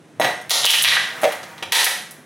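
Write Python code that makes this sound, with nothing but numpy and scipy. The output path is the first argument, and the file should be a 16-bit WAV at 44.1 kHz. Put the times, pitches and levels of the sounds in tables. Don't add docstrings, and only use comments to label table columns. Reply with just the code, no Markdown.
import sys
import numpy as np
from scipy import signal
from scipy.fft import rfft, irfft
from scipy.io import wavfile
from scipy.ndimage import uniform_filter1d, minimum_filter1d

SR = 44100
rng = np.random.default_rng(int(sys.argv[2]) if len(sys.argv) > 2 else 0)


def bounce(signal):
    frames = np.transpose(np.atleast_2d(signal))
    limited = np.clip(frames, -1, 1)
    pcm = np.round(limited * 32767).astype(np.int16)
    wavfile.write(sys.argv[1], SR, pcm)


N = 99225
TIME = np.arange(N) / SR

# freq_hz, gain_db
AIR_SPECTRUM = [(20, -31), (55, -22), (100, 17), (155, 26), (300, 19.5), (600, 7), (1500, -0.5),
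                (4000, -10), (9000, -15), (16000, -35)]
AIR_DB, AIR_SIDE_DB = -35, -16.5
# time_s, level_db
RUMBLE_LEVEL = [(0, -69), (.19, -28), (.215, -18), (.27, -23), (.36, -32), (.5, -36), (.84, -29),
                (.89, -11), (.97, -30), (1.06, -42), (1.22, -41), (1.245, -35), (1.33, -37), (1.55, -43),
                (1.68, -31.5), (2.25, -66)]
# freq_hz, gain_db
RUMBLE_SPECTRUM = [(20, -28), (55, -51), (90, 8.5), (160, 9), (260, -13), (450, -65), (1200, -55)]

# start_s, level_db, pitch_hz, boom_db, clink_db, grit_db (last three re level_db)
GLASS_KNOCKS = [(.1985, 6, 656, -5, -6, -25), (.2135, -3.5, 960, -29, -1, 2.5),
                (.245, -4, 764, -12, -2.5, 0.5), (1.233, -1.5, 700, -1, -11, -10),
                (1.2415, -8.5, 890, 11, -4, 0), (1.2525, -13.5, 585, 24, -24, 3.5),
                (1.271, -19, 605, 23.5, -17, -2), (1.2865, -23, 587, 18.5, 12, -14),
                (1.6245, -18, 440, -33, -16, -11)]
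KNOCK_DECAY_S, KNOCK_LOW_CUT_HZ = 0.0014, 160
KNOCK_GRIT_HZ, KNOCK_GRIT_Q, KNOCK_FIZZ_DB = 2090, 1, -19.5
# freq_hz, level_db, t60_s
BOTTOM_MODES = [(446, -6.5, 0.093), (560, 12, 0.1), (623, 6, 0.071), (713, 0.5, 0.27), (767, -1.5, 0.055),
                (915, -8.5, .08)]
# freq_hz, level_db, t60_s
WALL_MODES = [(723, 6.5, 0.33), (893.5, 0, 0.13), (1584, -10, 0.69), (1816, -3, 0.46), (1952, -2.5, 0.33),
              (2105, -8, 0.35), (2870, -15.5, 0.39), (3760, -28, 0.15), (3990, -8.5, 0.15),
              (5373, -10, 0.22), (6480, -9.5, 0.087), (8250, -14.5, 0.21)]
WALL_SPLIT = 0.014

# time_s, level_db
GRATING_LEVEL = [(0, -71), (.19, -61), (0.229, -16.5), (.33, -36.5), (.39, -67), (.42, -48), (.48, -49),
                 (.55, -50), (.62, -54), (.72, -30.5), (.82, -40), (.92, -22), (1.03, -37.5), (1.2, -32),
                 (1.26, -20), (1.4, -42), (1.5, -38.5), (1.7, -49), (1.8, -45), (2.03, -44), (2.15, -46.5),
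                 (2.25, -55)]
# freq_hz, gain_db
GRATING_SPECTRUM = [(200, 11), (700, 13), (1900, 13.5), (3800, -3), (7000, -4), (11000, -10.5), (16000, -8)]
GRAINS_PER_S, GRAIN_SPREAD_DB = 3500, 3.5

# start_s, level_db, pitch_hz, sharpness_q, thud_db, fizz_db (last two re level_db)
SEED_CRACKS = [(0.413, -34, 7950, 0.63, -14, -15), (0.4948, -16, 3400, 1.2, -32, -1),
               (0.5059, 13.5, 4200, 1.8, -9, -9), (.516, -5, 3820, 3.9, -9, -25),
               (.633, -9, 3640, 5.5, -13, -18), (0.644, 2, 3500, 4, -3, -18),
               (0.653, 12, 4380, 2.5, -10, -6), (0.6649, 19, 2987, 10.4, -26, -15),
               (0.699, 6, 3100, 4.7, -30, -22), (0.705, 9.5, 3730, 0.94, -27, -5.5),
               (0.7361, 1, 2430, 3, -29, -36), (.753, 0.5, 3040, 5.3, -35, -10),
               (.794, -19.5, 3070, 6, -38.5, -31), (0.823, -2, 11120, 3.8, -36.5, -5.5),
               (0.8387, -0.5, 3600, 3.9, -14, -16), (0.8456, 19, 2710, 1.75, -26, -15),
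               (0.886, 8.5, 3780, 4.1, -26, -43), (0.916, 2.5, 1930, 5.1, -46, -26),
               (.967, 2.5, 1680, 4.1, -22, -38), (1.215, -27, 10500, 1.4, -30, -1),
               (1.321, -18, 2810, 2, 1, -4.5), (1.43, -25.5, 4300, 2.2, 2.5, -32),
               (1.579, -29, 3120, 1.7, 1, -38), (1.6248, -13.5, 2820, 3.5, -1, -31),
               (1.7215, 20, 3060, 0.98, -9.5, -8.5), (1.844, -2, 4450, 2.8, -40, 2),
               (1.8646, -1, 1900, 1.6, -5, -16), (2.109, -33, 9000, 0.69, -10, 5.5)]
FIZZ_HZ, FIZZ_Q, THUD_HZ, THUD_Q = 11000, 1.5, 734, 0.87
SCATTER_MIN_S, SCATTER_MAX_S, SCATTER_ECHO = 0.00012, 0.0009, 0.58
SNAP_TOP = 1.93
DROP_S = 0.001996
RING_LOW_HZ, CRACK_RING_DB = 1400, -12.5

# freq_hz, t60_s
ROOM_DECAY = [(100, 0.36), (500, 0.46), (1500, 0.47), (3500, 0.47), (7000, 0.48), (11000, 0.41),
              (16000, 0.28)]
# delay_s, level_db
NEAR_ECHOES = [(.0063, -3.5), (0.0105, -8), (0.0145, -25.5)]
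TAIL_DB, TAIL_BUILD_S, BOWL_ROOM_DB, BOOM_ROOM_DB = -0.5, 0.0041, -1.5, -17.5
SIDE_DB, SIDE_TOP_HZ, BALANCE_DB = -17, 6330, -0.39

# freq_hz, gain_db
MIC_RESPONSE = [(100, -15.5), (300, -10), (650, -5), (1250, -6.5), (1900, -3.5), (2450, -5.5), (3800, -3),
                (4800, -7.5), (6000, -3), (7400, -5.5), (9000, -2), (11300, 0), (13000, -6.5),
                (16000, -6.5)]
CEILING_DB, RECOVER_S, LIMITER_WINDOW = -5, 0.043, 45
LOW_CUT_HZ, CUTOFF_HZ = 64, 16100


def amp(db):
    return 10 ** (np.asarray(db) / 20)


def unit(x):
    return x / np.sqrt(np.sum(x ** 2) + 1e-20)


def read(points, hz):
    freq_hz, value = np.transpose(points)
    return np.interp(np.log(hz + 1), np.log(freq_hz + 1), value)


def colour(x, points):
    size = 2 * N
    gain = amp(read(points, np.fft.rfftfreq(size, 1 / SR)))
    return irfft(rfft(x, size) * gain, size)[..., :N]


def butterworth(x, order, hz, kind="low"):
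    return signal.sosfilt(signal.butter(order, hz, kind, fs=SR, output="sos"), x)


def follow(x, curve):
    level_db = np.interp(TIME, *np.transpose(curve))
    return unit(x) * np.sqrt(N) * amp(level_db)


def add(mix, start_s, level_db, sound):
    part = mix[round(start_s * SR):][:len(sound)]
    part += amp(level_db) * np.sqrt(SR / 1000) * sound[:len(part)]


def background():
    shared = rng.standard_normal((2, 1, N))
    opposed = rng.standard_normal((2, 1, N)) * [[1], [-1]]
    rumble_noise, air_noise = shared + amp(AIR_SIDE_DB) * opposed
    rumble = follow(colour(rumble_noise, RUMBLE_SPECTRUM), RUMBLE_LEVEL)
    air = amp(AIR_DB) * np.sqrt(N) * unit(colour(air_noise, AIR_SPECTRUM))
    return rumble + air


def ring(modes):
    t = TIME[:SR]
    total = np.zeros(SR)
    for hz, db, t60 in modes:
        decay = np.exp(-np.log(1000) * t / t60)
        mode = unit(np.sin(2 * np.pi * hz * t) * decay)
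        total += amp(db) * rng.choice([-1, 1]) * mode
    return unit(total)


def struck_wall():
    modes = []
    for hz, db, t60 in WALL_MODES:
        for partner in (-1, 0, 1):
            offset = partner + rng.uniform(-0.502, 0.542)
            modes.append((hz * (1 + WALL_SPLIT * offset), db, t60))
    return ring(modes)


def burst(hz, q):
    click = signal.unit_impulse(2048)
    delays_s = np.geomspace(SCATTER_MIN_S, SCATTER_MAX_S, 5) * rng.uniform(.8, 1.2, 5)
    for delay_s in delays_s:
        loop = np.r_[1, np.zeros(round(delay_s * SR)), SCATTER_ECHO * rng.choice([-1, 1])]
        click = signal.lfilter(loop[::-1], loop, click)
    resonance = signal.iirpeak(min(hz, SR / 3), max(q, hz * 4 / SR), fs=SR)
    return unit(signal.lfilter(*resonance, click))


def snap(hz, q):
    return unit(butterworth(burst(hz, q), 2, min(SNAP_TOP * hz, SR / 3)))


def fizz():
    return unit(butterworth(burst(FIZZ_HZ, FIZZ_Q), 2, FIZZ_HZ / 2, "high"))


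def knocks():
    hits, booms, t = np.zeros(N), np.zeros(N), TIME[:SR]
    wall, bottom = struck_wall(), ring(BOTTOM_MODES)
    for start_s, level_db, hz, boom_db, clink_db, grit_db in GLASS_KNOCKS:
        push = unit(np.sin(2 * np.pi * hz * t) * np.exp(-t / KNOCK_DECAY_S))
        add(hits, start_s, level_db, push)
        add(hits, start_s, level_db + clink_db, wall)
        add(hits, start_s, level_db + grit_db, snap(KNOCK_GRIT_HZ, KNOCK_GRIT_Q))
        add(hits, start_s, level_db + KNOCK_FIZZ_DB, fizz())
        booms[round(start_s * SR):] = 0
        add(booms, start_s, level_db + boom_db, bottom)
    return butterworth([hits, booms], 4, KNOCK_LOW_CUT_HZ, "high")


def grating():
    size_db = GRAIN_SPREAD_DB * np.minimum(rng.exponential(1, N), 4)
    sizes = amp(size_db) * rng.choice([-1., 1.], N)
    clicks = sizes * (rng.random(N) < GRAINS_PER_S / SR)
    return follow(colour(clicks, GRATING_SPECTRUM), GRATING_LEVEL)


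def cracks():
    out = np.zeros(N)
    for start_s, level_db, hz, q, thud_db, fizz_db in SEED_CRACKS:
        add(out, start_s, level_db, snap(hz, q) + amp(fizz_db) * fizz())
        add(out, start_s + DROP_S, level_db + thud_db, burst(THUD_HZ, THUD_Q))
    out = butterworth(out, 3, THUD_HZ / 2, "high")
    drive = butterworth(out, 2, RING_LOW_HZ, "high")
    wall_ring = signal.fftconvolve(drive, struck_wall())[:N]
    return out + amp(CRACK_RING_DB) * wall_ring


def room_tail():
    hz, t, bands = signal.stft(rng.standard_normal(SR), SR, nperseg=256)
    decay = np.exp(-np.log(1000) * t / read(ROOM_DECAY, hz)[:, None])
    tail = signal.istft(bands * decay, SR)[1][:SR]
    build_up = 1 - np.exp(-TIME[:SR] / TAIL_BUILD_S)
    return amp(TAIL_DB) * unit(tail * build_up)


def kitchen(x, room_db):
    mid = amp(room_db) * room_tail()
    mid[0] += 1
    for delay_s, level_db in NEAR_ECHOES:
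        mid[round(delay_s * SR)] += amp(level_db)
    side = amp(SIDE_DB + room_db / 2) * butterworth(room_tail(), 4, SIDE_TOP_HZ)
    ears = np.array([mid + side, mid - side])
    return signal.fftconvolve(x[None], ears, axes=1)[:, :N]


def scene():
    hits, booms = knocks()
    bowl = kitchen(hits + grating() + cracks(), BOWL_ROOM_DB)
    bowl = bowl + kitchen(booms, BOOM_ROOM_DB)
    return (bowl + background()) * amp([[BALANCE_DB], [-BALANCE_DB]])


def record(dry):
    x = colour(dry, MIC_RESPONSE)
    peak_db = 20 * np.log10(abs(x).max(0) + 1e-9)
    over_db = np.maximum(peak_db - CEILING_DB, 1e-6)
    held_db = -minimum_filter1d(-over_db, size=LIMITER_WINDOW)
    recovery = TIME / RECOVER_S
    cut_db = np.exp(np.maximum.accumulate(np.log(held_db) + recovery) - recovery)
    limited = x * amp(-uniform_filter1d(cut_db, size=LIMITER_WINDOW))
    limited = butterworth(limited, 2, LOW_CUT_HZ, "high")
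    top_cut = signal.firwin(401, CUTOFF_HZ, window=("kaiser", 9), fs=SR)
    return signal.oaconvolve(limited, top_cut[None], "same")


dry = scene()
out = record(dry)
bounce(out)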